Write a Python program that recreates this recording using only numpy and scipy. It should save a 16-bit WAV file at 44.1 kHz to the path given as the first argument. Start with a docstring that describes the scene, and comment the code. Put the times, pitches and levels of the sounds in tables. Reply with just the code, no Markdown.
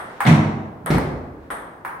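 """A table tennis ball is hit back and forth: it knocks on table and paddles, and its thin shell pings.
The players stamp with their strokes, which sets the sprung wooden floor booming, and their rubber
soles slide softly on the varnish. Under it all lies the low rush of the room.
Most of the sound arrives as the echo of the hard-walled practice hall."""
import sys
import numpy as np
from scipy import signal
from scipy.fft import rfft, irfft, next_fast_len
from scipy.io import wavfile
from scipy.ndimage import uniform_filter1d, minimum_filter1d

SR = 44100
rng = np.random.default_rng(int(sys.argv[2]) if len(sys.argv) > 2 else 0)


def unload_audio(sound):
    """Save the sound as a 16-bit wav file, at the path given as the first command line argument."""
    columns = np.transpose(np.atleast_2d(sound))
    # keep every value between -1 and 1, then stretch to whole-number steps
    steps = np.round(np.clip(columns, -1, 1) * 32767)
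    wavfile.write(sys.argv[1], SR, steps.astype(np.int16))


N = 88200
LEAD_IN, TAIL = SR // 4, SR * 3 // 2  # samples: room before time zero, length of a ring-out


def amp(db):
    """Turn decibels into a gain."""
    return 10 ** (np.asarray(db) / 20)


def unit(x):
    """Scale a sound to an energy of 1."""
    return x / np.sqrt(np.sum(x ** 2) + 1e-20)


def along(points, hz):
    """Read a curve of (Hz, value) points at the given pitches."""
    f, v = np.transpose(points)
    return np.interp(np.log(hz + 1), np.log(f + 1), v)


def add(track, s, sound):
    """Mix a stereo sound in at s seconds."""
    rest = track[:, LEAD_IN + round(s * SR):][:, :sound.shape[1]]
    rest += sound[:, :rest.shape[1]]


def knock(tone, size=4096):
    """One sharp knock whose tone follows a curve of (Hz, dB) points."""
    cepstrum = irfft(np.log(amp(along(tone, np.fft.rfftfreq(size, 1 / SR)))))
    cepstrum[1:size // 2] *= 2  # folding it in half packs the energy at the start
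    cepstrum[size // 2 + 1:] = 0
    return unit(irfft(np.exp(rfft(cepstrum))))


def ring(notes, size, scatter_db=.8):
    """A struck object rings with fading notes, their levels a little different at each blow."""
    t = np.arange(size) / SR
    return sum(amp(db + scatter_db * rng.normal()) * np.exp(-np.log(1000) * t / fade_s)
               * np.sin(2 * np.pi * hz * t) for hz, db, fade_s in notes)


# How the hall reaches the ears. Each row: pitch in Hz, how alike both ears are (1 is the same).
EAR_LIKENESS = [(100, 0.97), (250, .87), (500, 0.81), (1000, -0.026), (2000, -0.077), (4000, 0.051),
                (9000, -0.049)]
# The hall's lean to one side. Each row: pitch in Hz, left level over right in dB.
EAR_BALANCE = [(120, -1.1), (400, 0.1), (2000, 0.64), (9000, 1.5)]
def diffuse(size):
    """Noise from all sides: nearly the same in both ears in the bass, wide in the treble."""
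    hz = np.fft.rfftfreq(size, 1 / SR)
    turn = np.arccos(np.clip(along(EAR_LIKENESS, hz), -.99, .99)) / 2
    mid, side = rfft(rng.standard_normal((2, size))) * [np.cos(turn), np.sin(turn)]
    lean = amp(along(EAR_BALANCE, hz) / 2)
    return irfft(np.array([(mid + side) * lean, (mid - side) / lean]), size)


def rush(tone):
    """Steady noise from all sides with the given tone, at an average (rms) level of 1."""
    noise = irfft(rfft(diffuse(N)) * amp(along(tone, np.fft.rfftfreq(N, 1 / SR))), N)
    return noise / noise.std()


# The tone of the quiet room. Each row: pitch in Hz, relative level in dB.
ROOM_TONE = [(20, -25), (60, -3), (130, 0), (300, 1.5), (800, -8), (1600, -13), (3000, -30.5), (7000, -41),
             (16000, -39)]
def room_tone(level_db=-45.5):
    """The room's faint, low, steady rush."""
    return amp(level_db) * rush(ROOM_TONE)


# How long the hall echoes. 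Each row: pitch in Hz, seconds to fade by 60 dB.
HALL_FADE = [(50, 1.56), (140, 0.88), (300, 1.23), (600, 1.36), (1200, 1.092), (2000, 0.79), (3500, 0.68),
             (7000, 0.64), (10000, 0.47), (15000, 0.39)]
def hall(sound, direct_db, lead_ms=0, table_echo=0):
    """Sound arrives directly, off the walls, as a long wash and, if asked, off the table top."""
    early_db, early_s = -10, .043  # extra strength and life of the dense first echoes
    wall_count, walls_db, table_delay_s = 8, -19, .0022
    hz, t, spectrum = signal.stft(diffuse(TAIL), SR, nperseg=512)
    fade = np.exp(-np.log(1000) * t / along(HALL_FADE, hz)[:, None])
    echo = signal.istft(spectrum * fade, SR)[1] * np.sqrt(2 * np.log(1000) / SR)
    echo *= 1 + amp(early_db) * np.exp(-np.arange(echo.shape[1]) / SR / early_s)
    for delay, ear_gap in zip(rng.uniform(.007, .035, wall_count), rng.uniform(-.0002, .0001, wall_count)):
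        echo[[0, 1], [int(delay * SR), int((delay + ear_gap) * SR)]] += amp(walls_db) / wall_count ** .5
    lead = round(lead_ms * SR / 1000)
    for ear, first in enumerate([max(-lead, 0), max(lead, 0)]):
        echo[ear, first] += amp(direct_db)
        echo[ear, first + round(table_delay_s * SR)] += amp(direct_db) * table_echo
    return signal.fftconvolve(sound[None], echo, axes=1)


# The tone of a sliding sole. Each row: pitch in Hz, relative level in dB.
SLIDE_TONE = [(500, -20), (2000, 7.5), (3500, -2.5), (7000, -12.5), (15000, -27)]
# Shoe slides. Each row: loudest moment in seconds, half length in seconds, level in dB.
SLIDES = [(0.17, 0.14, -52.5), (1.448, 0.038, -64.5)]
def shoe_slides():
    """Rubber soles slide on the varnish in soft swells of hiss."""
    t = np.arange(N) / SR
    swells = sum(amp(db) * np.exp(-((t - s) / half) ** 2 / 2) for s, half, db in SLIDES)
    return rush(SLIDE_TONE) * swells


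# The floor's notes. Each row: pitch in Hz, relative level in dB, seconds to fade by 60 dB.
FLOOR_NOTES = [(100.3, -11.5, .9), (147, -1, 0.71), (162.2, 7.5, 0.4), (210.9, -5.5, 1),
               (237.3, -8.5, 0.91), (312.4, -14.5, 0.94)]
def floor_boom(rise_s=.018, left_over_right_db=-1.1):
    """The sprung boards swell into a low boom after a stamp."""
    rise = 1 - np.exp(-np.arange(TAIL) / SR / rise_s)
    ears = amp([[left_over_right_db / 2], [-left_over_right_db / 2]])
    return ears * rise * ring(FLOOR_NOTES, TAIL)


def crunch(sound, life_s):
    """Smear a knock into a short run of tiny uneven touches."""
    size = len(sound)
    touches = rng.standard_normal(size) * rng.exponential(size=size)
    touches *= np.exp(-np.arange(size) / SR / life_s)
    return unit(signal.fftconvolve(sound, touches)[:size])


# The tones of a stamp: deep push, thud, sole slap and the grit under each player's shoes.
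# Each row: pitch in Hz, relative level in dB.
PUSH_TONE = [(20, -33), (38, -25), (52, -9.5), (85, -1.5), (125, 0), (220, -14.5), (600, -67), (5000, -100)]
THUD_TONE = [(20, -61.5), (90, -6), (140, 4.5), (215, -3), (300, -5.5), (420, -12), (700, -29.5),
             (2000, -43), (10000, -100)]
SLAP_TONE = [(60, -16.5), (300, 1.5), (550, 4.5), (900, 4), (1400, -4.5), (2100, 1), (3000, -15),
             (4500, -18.5), (9000, -40), (16000, -63)]
GRIT_TONES = {"far": [(800, -17.5), (2000, 1.5), (2700, 7.5), (3300, -0.5), (4400, -9.5), (6000, -6.5),
              (8500, -10.5), (11000, -15), (16000, -33)], "near": [(800, -25), (2500, -5), (3600, -1.5),
              (4700, -1.5), (6500, -9.5), (9500, -10.5), (12000, -11), (16000, -23)]}
# How strongly thud and slap arrive directly. Each entry: player, gain in dB.
DIRECT_THUD = {"far": -11.5, "near": -1.5}
DIRECT_SLAP = {"far": -13.5, "near": -8}
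# Heels and soles landing. Each row: start in seconds, player, then levels in dB of the
# push, thud, floor boom, slap and grit.
STAMPS = [(0.252, "far", -9, 15.5, -39, 10.5, -8.5), (0.265, "far", -23, 4, -16.5, 12.5, 5.5),
          (0.2732, "far", -9, 18.5, -6.5, 13.5, 6), (.385, "far", 7, 6, -29.5, -21, -52),
          (.835, "near", -21, -16, -36, -40, -48), (.904, "near", 14.5, 16.5, -34, 4.5, -6),
          (0.9096, "near", 11, 15.5, -33, 9.5, -7), (.938, "near", 4.5, 2, -35, 2, -12),
          (0.946, "near", 12.5, 14.5, -28.5, 2.5, -10.5)]
def stamps():
    """A foot pushes the floor, slaps it as the sole rolls down, crunches grit and rings the boards."""
    track = np.zeros((2, LEAD_IN + N))
    push, thud, slap = knock(PUSH_TONE), knock(THUD_TONE), knock(SLAP_TONE)
    for s, player, push_db, thud_db, boom_db, slap_db, grit_db in STAMPS:
        sole = unit(slap + amp(-2) * crunch(slap, life_s=.003))
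        grit = crunch(knock(GRIT_TONES[player]), life_s=.0047)
        add(track, s, hall(amp(push_db) * push + amp(thud_db) * thud, DIRECT_THUD[player]))
        add(track, s, hall(amp(slap_db) * sole + amp(grit_db) * grit, DIRECT_SLAP[player]))
        add(track, s, amp(boom_db) * floor_boom())
    return track[:, LEAD_IN:]


# The ball's notes. Each row: pitch in Hz, relative level in dB, seconds to fade by 60 dB.
BALL_NOTES = [(7200, -17, .004), (8620, 0, .008), (10600, 1, .0045), (11400, -1, .0025), (12400, -5, .0035),
              (14000, -14, .003)]
def ball_ping(db_per_octave, rise_s=.0003, size=4096):
    """The hollow shell rings briefly; more dB per octave makes it brighter."""
    lowest_hz = BALL_NOTES[0][0]
    notes = [(hz, db + db_per_octave * np.log2(hz / lowest_hz), fade_s) for hz, db, fade_s in BALL_NOTES]
    rise = 1 - np.exp(-np.arange(size) / SR / rise_s)
    return unit(ring(notes, size) * rise)


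# The tone of the table top. Each row: pitch in Hz, relative level in dB.
TABLE_TONE = [(80, -15), (250, -6.5), (570, 1), (1100, 3.5), (1900, 0), (2700, -19), (3300, -14),
              (3900, -20.5), (4500, -28), (6500, -32.5), (16000, -44)]
# Bounces. Each row: start in seconds, knock and ping levels in dB, ping brightness in dB per octave,
# gains in dB of the direct knock and direct ping, head start of the left ear in milliseconds.
TABLE_BOUNCES = [(-.045, 5.5, -10, 6, -13, -11, 0), (0.861, 9, -5, 16, -32, -3.5, 0),
                 (1.504, 6, -6, 6, -14, -36, 0)]
def table_bounces():
    """The ball knocks on the table, and the blow rings its shell."""
    track = np.zeros((2, LEAD_IN + N))
    table = knock(TABLE_TONE)
    for s, knock_db, ping_db, brightness, direct_db, direct_ping_db, lead_ms in TABLE_BOUNCES:
        add(track, s, hall(amp(knock_db) * table, direct_db, lead_ms))
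        add(track, s, hall(amp(ping_db) * ball_ping(brightness), direct_ping_db, lead_ms))
    return track[:, LEAD_IN:]


# The tones of the paddle's knock and its rubber's click. Each row: pitch in Hz, relative level in dB.
PADDLE_TONE = [(30, -42), (200, -23.5), (620, -10.5), (810, 0), (1000, 3.5), (1600, 2.5), (2200, -7),
               (3000, -23), (4300, -31), (7000, -34), (16000, -34)]
CLICK_TONE = [(1000, 4), (4000, -29.5), (7000, -63), (9000, 3), (14500, -6.5), (16500, -6)]
# The paddle blade's notes. Each row: pitch in Hz, relative level in dB, seconds to fade by 60 dB.
BLADE_NOTES = [(836, 17, 0.057), (1163, 27, 0.0083), (1526, -35.5, 0.036), (2150, 5, 0.036)]
# Strokes. Each row: start in seconds, knock level in dB, hardness as extra treble in dB, levels in dB
# of blade, ping and click, direct gain in dB, head start of the left ear in milliseconds.
STROKES = [(.2049, 12.5, 4, 4.5, -11.5, -6, -11.5, -.1), (0.9827, -0.5, -1, -5.5, -28, -15.5, -1, -.1),
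           (1.8495, 6, -1.5, -5, -40, -10.5, -12.5, -.05)]
def paddle_hits(treble_from_hz=1370):
    """The ball clicks on the rubber and rings the blade; a harder stroke sounds brighter."""
    track = np.zeros((2, LEAD_IN + N))
    click = knock(CLICK_TONE)
    for s, knock_db, hard_db, blade_db, ping_db, click_db, direct_db, lead_ms in STROKES:
        tone = [(hz, db + hard_db * np.clip(np.log2(hz / treble_from_hz), 0, 1)) for hz, db in PADDLE_TONE]
        paddle = knock(tone)
        blade = unit(signal.fftconvolve(paddle, ring(BLADE_NOTES, len(paddle)))[:len(paddle)])
        ping = ball_ping(db_per_octave=-35)  # soft rubber hardly rings the ball's upper notes
        hit = amp(knock_db) * paddle + amp(blade_db) * blade + amp(ping_db) * ping + amp(click_db) * click
        add(track, s, hall(hit, direct_db, lead_ms, table_echo=amp(-1)))
    return track[:, LEAD_IN:]


def scene():
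    """Ball and feet over the rush of the room."""
    return table_bounces() + paddle_hits() + stamps() + shoe_slides() + room_tone()


def record(dry, ceiling=.9, smooth_s=.004, top_hz=16000):
    """A limiter smoothly turns down the loudest stamps, then the highest treble is cut off."""
    span = int(smooth_s * SR)
    gain = ceiling / np.maximum(np.abs(dry).max(axis=0), ceiling)
    limited = dry * uniform_filter1d(minimum_filter1d(gain, 2 * span), span)
    padded = np.pad(limited, ((0, 0), (0, SR // 2)), mode="reflect")
    size = next_fast_len(N + SR)
    kept = np.fft.rfftfreq(size, 1 / SR) < top_hz
    return irfft(rfft(padded, size) * kept, size)[:, :N]


dry = scene()
out = record(dry)
unload_audio(out)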